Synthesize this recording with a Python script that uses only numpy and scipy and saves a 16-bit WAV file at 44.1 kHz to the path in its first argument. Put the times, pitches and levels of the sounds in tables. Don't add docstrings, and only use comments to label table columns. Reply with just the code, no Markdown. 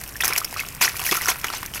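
import sys
import numpy as np
from scipy import signal
from scipy.fft import rfft, irfft, next_fast_len
from scipy.io import wavfile
from scipy.ndimage import uniform_filter1d

SR = 44100
rng = np.random.default_rng(int(sys.argv[2]) if len(sys.argv) > 2 else 0)


def store_wav(level_fs):
    pcm = np.round(np.clip(np.atleast_2d(level_fs), -1, 1) * 32767)
    wavfile.write(sys.argv[1], SR, pcm.T.astype(np.int16))


N = 79380
TIME = np.arange(N) / SR

# start, rise time, hold time and time to fade by 60 dB,
# all in seconds, then the levels of gurgle, droplets and mist in dB.
WATER_SHEETS = [(.204, .003, .008, .06, -34, -35, -25), (.233, .004, .021, .06, -26, -25, -29),
                (.279, .002, .012, .1, -31, -31, -30), (.320, .005, .012, .12, -33, -39, -37),
                (.355, .008, .016, .05, -31, -35, -34), (.562, .008, .035, .14, -36, -34, -41),
                (.807, .007, .018, .13, -19, -18, -20), (.84, .003, .008, .2, -23, -24, -28),
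                (1.035, .024, .012, .2, -36, -30, -24), (1.111, .003, .016, .1, -23, -27, -33),
                (1.138, .003, .01, .17, -30, -29, -26), (1.215, .004, .012, .12, -32, -34, -38),
                (1.262, .024, .018, .07, -24, -21, -26), (1.313, .004, .004, .06, -28, -31, -32),
                (1.438, .005, .004, .07, -24, -30, -36), (1.466, .003, .018, .08, -33, -41, -41),
                (1.521, .005, .028, .17, -34, -32, -41), (1.62, .01, .003, .08, -33, -48, -46),
                (1.737, .01, .026, .12, -34, -37, -34)]
# start in seconds, pitch in Hz, relative level in dB, cycles to fade.
AIR_POCKETS = [(.156, 1700, -25, 45), (.2045, 2450, -11, 26), (.2075, 1880, -11, 26),
               (.2218, 3380, -12, 42), (.2355, 1550, -10, 20), (.252, 6000, -10, 70),
               (.2705, 1700, -16, 18), (.301, 400, -28, 12), (.3065, 1350, -17, 15), (.3205, 1200, -20, 18),
               (.3257, 2220, -8, 22), (.3338, 5300, -11, 45), (.3555, 2650, -18, 50), (.362, 2400, -4, 15),
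               (.3832, 5320, -12, 42), (.4155, 1200, -22, 48), (.4458, 5120, -13, 45), (.527, 900, -24, 10),
               (.541, 1780, -20, 15), (.563, 1230, -21, 38), (.594, 2480, -15, 55), (.608, 2090, -17, 45),
               (.635, 1250, -24, 16), (.813, 2600, -7, 36), (.8125, 1030, -15, 16), (.8405, 5320, -9, 65),
               (.8468, 1920, -11, 26), (.8785, 1950, -5, 20), (.9435, 1120, -22, 9), (.956, 2430, -24, 45),
               (.9945, 2660, -15, 26), (.996, 1110, -24, 22), (1.052, 2900, -20, 45),
               (1.065, 2180, -15, 30), (1.091, 1870, -16, 50), (1.1125, 3470, -11, 45),
               (1.12, 350, -19, 12), (1.116, 190, -24, 6), (1.126, 1110, -10, 18), (1.1255, 2300, -11, 28),
               (1.152, 1370, -17, 22), (1.1735, 1280, -16, 22), (1.212, 1880, -17, 32),
               (1.2575, 1370, -14, 18), (1.2572, 5430, -10, 45), (1.274, 1320, -14, 19),
               (1.2855, 1570, -11, 18), (1.3185, 2400, -16, 28), (1.443, 1920, -11, 20),
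               (1.4435, 1260, -15, 17), (1.484, 2870, -22, 40), (1.5015, 1280, -15, 13),
               (1.538, 830, -28, 40), (1.6295, 1030, -23, 14), (1.661, 6180, -22, 70),
               (1.7375, 2780, -20, 28), (1.796, 1500, -25, 30)]
# start in seconds, level in dB, seconds to fade by 60 dB.
WATER_SMACKS = [(.013, -27, .012), (.037, -24, .02), (.077, -27, .01), (.091, -29, .015), (.165, -28, .025),
                (.208, -18, .015), (.2452, -11, .014), (.2545, -13, .022), (.2795, -6, .009),
                (.334, -19, .018), (.362, -17, .014), (.3777, -10, .018), (.381, -11, .018),
                (.4025, -22, .014), (.4065, -22, .012), (.4457, -16, .013), (.449, -19, .012),
                (.51, -27, .012), (.527, -29, .01), (.601, -20, .025), (.687, -22, .008), (.749, -22, .007),
                (.5415, -23, .012), (.9945, -19, .008), (1.661, -23, .016), (1.738, -24, .012),
                (1.1125, -15, .018), (1.502, -24, .01), (.888, -22, .025), (.967, -22, .025),
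                (1.0005, -19, .012), (1.0163, -15, .007), (1.039, -20, .014), (1.065, -18, .016),
                (1.122, -12, .014), (1.169, -16, .02), (1.218, -20, .016), (1.2575, -20, .01),
                (1.266, -18, .008), (1.286, -15, .02), (1.3005, -14, .025), (1.414, -26, .012),
                (1.4435, -17, .014), (1.468, -22, .012), (1.63, -25, .01), (1.747, -22, .018)]
# start in seconds, level in dB, seconds to fade by 60 dB.
SOLE_SLAPS = [(.236, -21, .03), (.2455, -21, .02), (.2705, -23, .02), (.307, -22, .05), (.527, -26, .015),
              (.8125, -20, .04), (.841, -23, .025), (1.016, -23, .012), (1.122, -17, .03),
              (1.2855, -13, .035), (1.313, -24, .05), (1.358, -28, .02), (1.4438, -17, .016),
              (1.502, -23, .018), (1.535, -28, .04), (1.63, -26, .015), (1.653, -29, .025),
              (1.757, -26, .03)]
# start in seconds, level in dB.
BOOT_THUDS = [(.24, -44), (.8, -36), (1.112, -43)]
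# time in seconds, trickle level in dB, fizz level in dB.
STIRRING = [(0, -47, -41), (.19, -47, -44), (.3, -35, -37), (.47, -44, -43), (.63, -39, -40),
            (.72, -47, -43), (.79, -45, -44), (.93, -42, -38), (1.03, -36, -32), (1.2, -35, -33),
            (1.35, -39, -37), (1.42, -43, -41), (1.58, -41, -39), (1.71, -48, -44), (1.8, -43, -42)]

# frequency in Hz, relative level in dB.
BACKGROUND_COLOUR = [(20, -6), (35, -5), (56, 1), (85, -4), (130, -4), (220, -10), (400, -14), (800, -19),
                     (2000, -22), (3500, -30), (7900, -28), (8650, -19), (9400, -29), (13000, -24),
                     (15500, -30)]
GURGLE_COLOUR = [(200, -17), (400, -10), (600, -9), (850, -4), (1200, 1), (1600, -1), (2050, 2), (2600, 2),
                 (3200, -6), (4000, -11)]
FIZZ_COLOUR = [(200, -20), (900, -9), (2300, -3), (3600, -7), (5300, 0), (6500, -3), (9200, -4), (11000, 1),
               (13300, 2), (16000, -8)]
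SMACK_COLOUR = [(200, -18), (900, -7), (2200, -3), (3900, -9), (5400, 2), (7000, -2), (8800, -5),
                (11000, 0), (14000, -1), (16000, -9)]
SLAP_COLOUR = [(60, -22), (200, -12), (370, -4), (520, -7), (750, -1), (1250, 2), (2400, 0), (3500, -9),
               (6000, -12), (16000, -30)]
THUD_COLOUR = [(25, -8), (55, 0), (150, -3), (300, -12), (1000, -40), (4000, -70)]
DROPLET_COLOUR = [(3300, -10), (4100, -9), (4700, -2), (5400, 0), (6200, -3), (7200, -9), (8500, -12)]
MIST_COLOUR = [(500, -25), (3000, -14), (8500, -9), (9600, -5), (10300, 1), (11400, 1), (13500, -1),
               (14600, -3), (16000, -12)]

CUTOFF_HZ = 16300


def from_db(db):
    return 10 ** (np.asarray(db) / 20)


def unit_power(x):
    return x / np.sqrt(np.mean(x ** 2) + 1e-20)


def gain_at(colour, hz):
    table_hz, db = np.transpose(colour)
    return from_db(np.interp(np.log(np.maximum(hz, 1)), np.log(table_hz), db))


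def coloured(x, colour):
    size = 2 * next_fast_len(N)
    gain = unit_power(gain_at(colour, np.arange(size // 2 + 1) * SR / size))
    cepstrum = irfft(np.log(gain))
    cepstrum[1:size // 2] *= 2
    cepstrum[size // 2 + 1:] = 0
    return irfft(rfft(x, size) * np.exp(rfft(cepstrum)))[:N]


def fade(age, fade_s):
    return (age >= 0) * np.exp(-np.log(1000) * np.maximum(age, 0) / fade_s)


def flutter(span_s):
    size = max(int(span_s * SR), 2)
    return unit_power(uniform_filter1d(uniform_filter1d(rng.standard_normal(N), size), size))


def random_clicks(per_s, spread_db):
    sizes = from_db(spread_db * np.minimum(rng.exponential(1, N), 3.5))
    return unit_power(sizes * rng.choice([-1, 1], N) * (rng.random(N) < per_s / SR))


def background():
    return from_db(-41.7) * coloured(rng.standard_normal(N), BACKGROUND_COLOUR)


def reflections(x, level_db=-12, delay_s=.002):
    echoes = rng.standard_normal(SR // 4) * fade(TIME[:SR // 4] - delay_s, fade_s=.055)
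    return from_db(level_db) * signal.fftconvolve(x, echoes / np.linalg.norm(echoes))[:N]


def clumped(x, bands=12, swing_db=3.0):
    hz = np.arange(N // 2 + 1) * SR / N
    centres = np.linspace(0, CUTOFF_HZ, bands)
    spectrum = rfft(x)
    out = np.zeros(N)
    for share in np.eye(bands):
        band = irfft(spectrum * np.interp(hz, centres, share), N)
        out += band * unit_power(from_db(swing_db * flutter(span_s=.006)))
    return out


def bubble(age, hz, cycles, pitch_rise=.14, wobble=.055, pinch_off_s=.0005):
    age = np.maximum(age, 0)
    life_s = cycles / hz
    tremble = wobble * flutter(span_s=.001)[:len(age)]
    pitch = hz * (1 + pitch_rise * np.minimum(age / life_s, 2) + tremble)
    phase = 2 * np.pi * np.cumsum(pitch * (age > 0)) / SR
    onset = 1 - np.exp(-(age / pinch_off_s) ** 2)
    return np.sin(phase) * onset * fade(age, life_s)


def bubble_swarm(colour, per_s, cycles, spread_db, pitches=36):
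    clicks = random_clicks(per_s, spread_db)
    pitch_of_click = rng.integers(0, pitches, N)
    out = np.zeros(N)
    for k, hz in enumerate(np.geomspace(colour[0][0], colour[-1][0], pitches)):
        ring = unit_power(bubble(TIME[:SR // 10], hz, cycles))
        rings = signal.fftconvolve(clicks * (pitch_of_click == k), ring)[:N]
        out += gain_at(colour, hz) * np.sqrt(hz) * rings
    return unit_power(out)


def stirred_water():
    times, trickle_db, fizz_db = np.transpose(STIRRING)
    trickle = bubble_swarm(GURGLE_COLOUR, per_s=1300, cycles=12, spread_db=3.0)
    trickle *= from_db(np.interp(TIME, times, trickle_db))
    drops = random_clicks(per_s=2200, spread_db=5.5)
    patter_power = signal.fftconvolve(drops ** 2, fade(TIME[:SR // 20], fade_s=.003))[:N]
    fizz = unit_power(np.sqrt(np.abs(patter_power)) * rng.standard_normal(N))
    fizz *= from_db(np.interp(TIME, times, fizz_db))
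    return trickle + clumped(coloured(fizz, FIZZ_COLOUR))


def impacts(rows, colour):
    force = sum(from_db(db) * fade(TIME - start, fade_s) for start, db, fade_s in rows)
    return coloured(force * rng.standard_normal(N), colour)


def thuds(rise_s=.012, fade_s=.25):
    weight = sum(from_db(db) * np.clip((TIME - start) / rise_s, 0, 1) * fade(TIME - start, fade_s)
                 for start, db in BOOT_THUDS)
    return coloured(weight * rng.standard_normal(N), THUD_COLOUR)


def plops(boost_db=3):
    return sum(from_db(db + boost_db) * bubble(TIME - start, hz, cycles)
               for start, hz, db, cycles in AIR_POCKETS)


def splashes():
    power = np.zeros((3, N))
    for start, rise_s, hold_s, fade_s, *levels_db in WATER_SHEETS:
        swell = np.clip((TIME - start) / rise_s, 0, 1) ** 2
        collapse = fade(np.maximum(TIME - start - rise_s - hold_s, 0), fade_s)
        power += np.outer(from_db(levels_db), swell * collapse) ** 2
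    gurgle_level, droplet_level, mist_level = np.sqrt(power)
    gurgle = gurgle_level * bubble_swarm(GURGLE_COLOUR, per_s=3000, cycles=12, spread_db=2.5)
    droplets = droplet_level * bubble_swarm(DROPLET_COLOUR, per_s=1500, cycles=32, spread_db=3.5)
    mist = mist_level * random_clicks(per_s=11000, spread_db=3.5)
    return gurgle + droplets + clumped(coloured(mist, MIST_COLOUR))


def scene():
    puddle = splashes() + plops()
    puddle += impacts(WATER_SMACKS, SMACK_COLOUR) + impacts(SOLE_SLAPS, SLAP_COLOUR) + thuds()
    puddle += stirred_water()
    return (puddle + background() + reflections(puddle))[None]


def record(dry, ceiling=.5):
    rounded = ceiling * np.tanh(dry / ceiling)
    low_pass = signal.cheby2(20, 70, CUTOFF_HZ, fs=SR, output="sos")
    return signal.sosfilt(low_pass, rounded)


dry = scene()
out = record(dry)
store_wav(out)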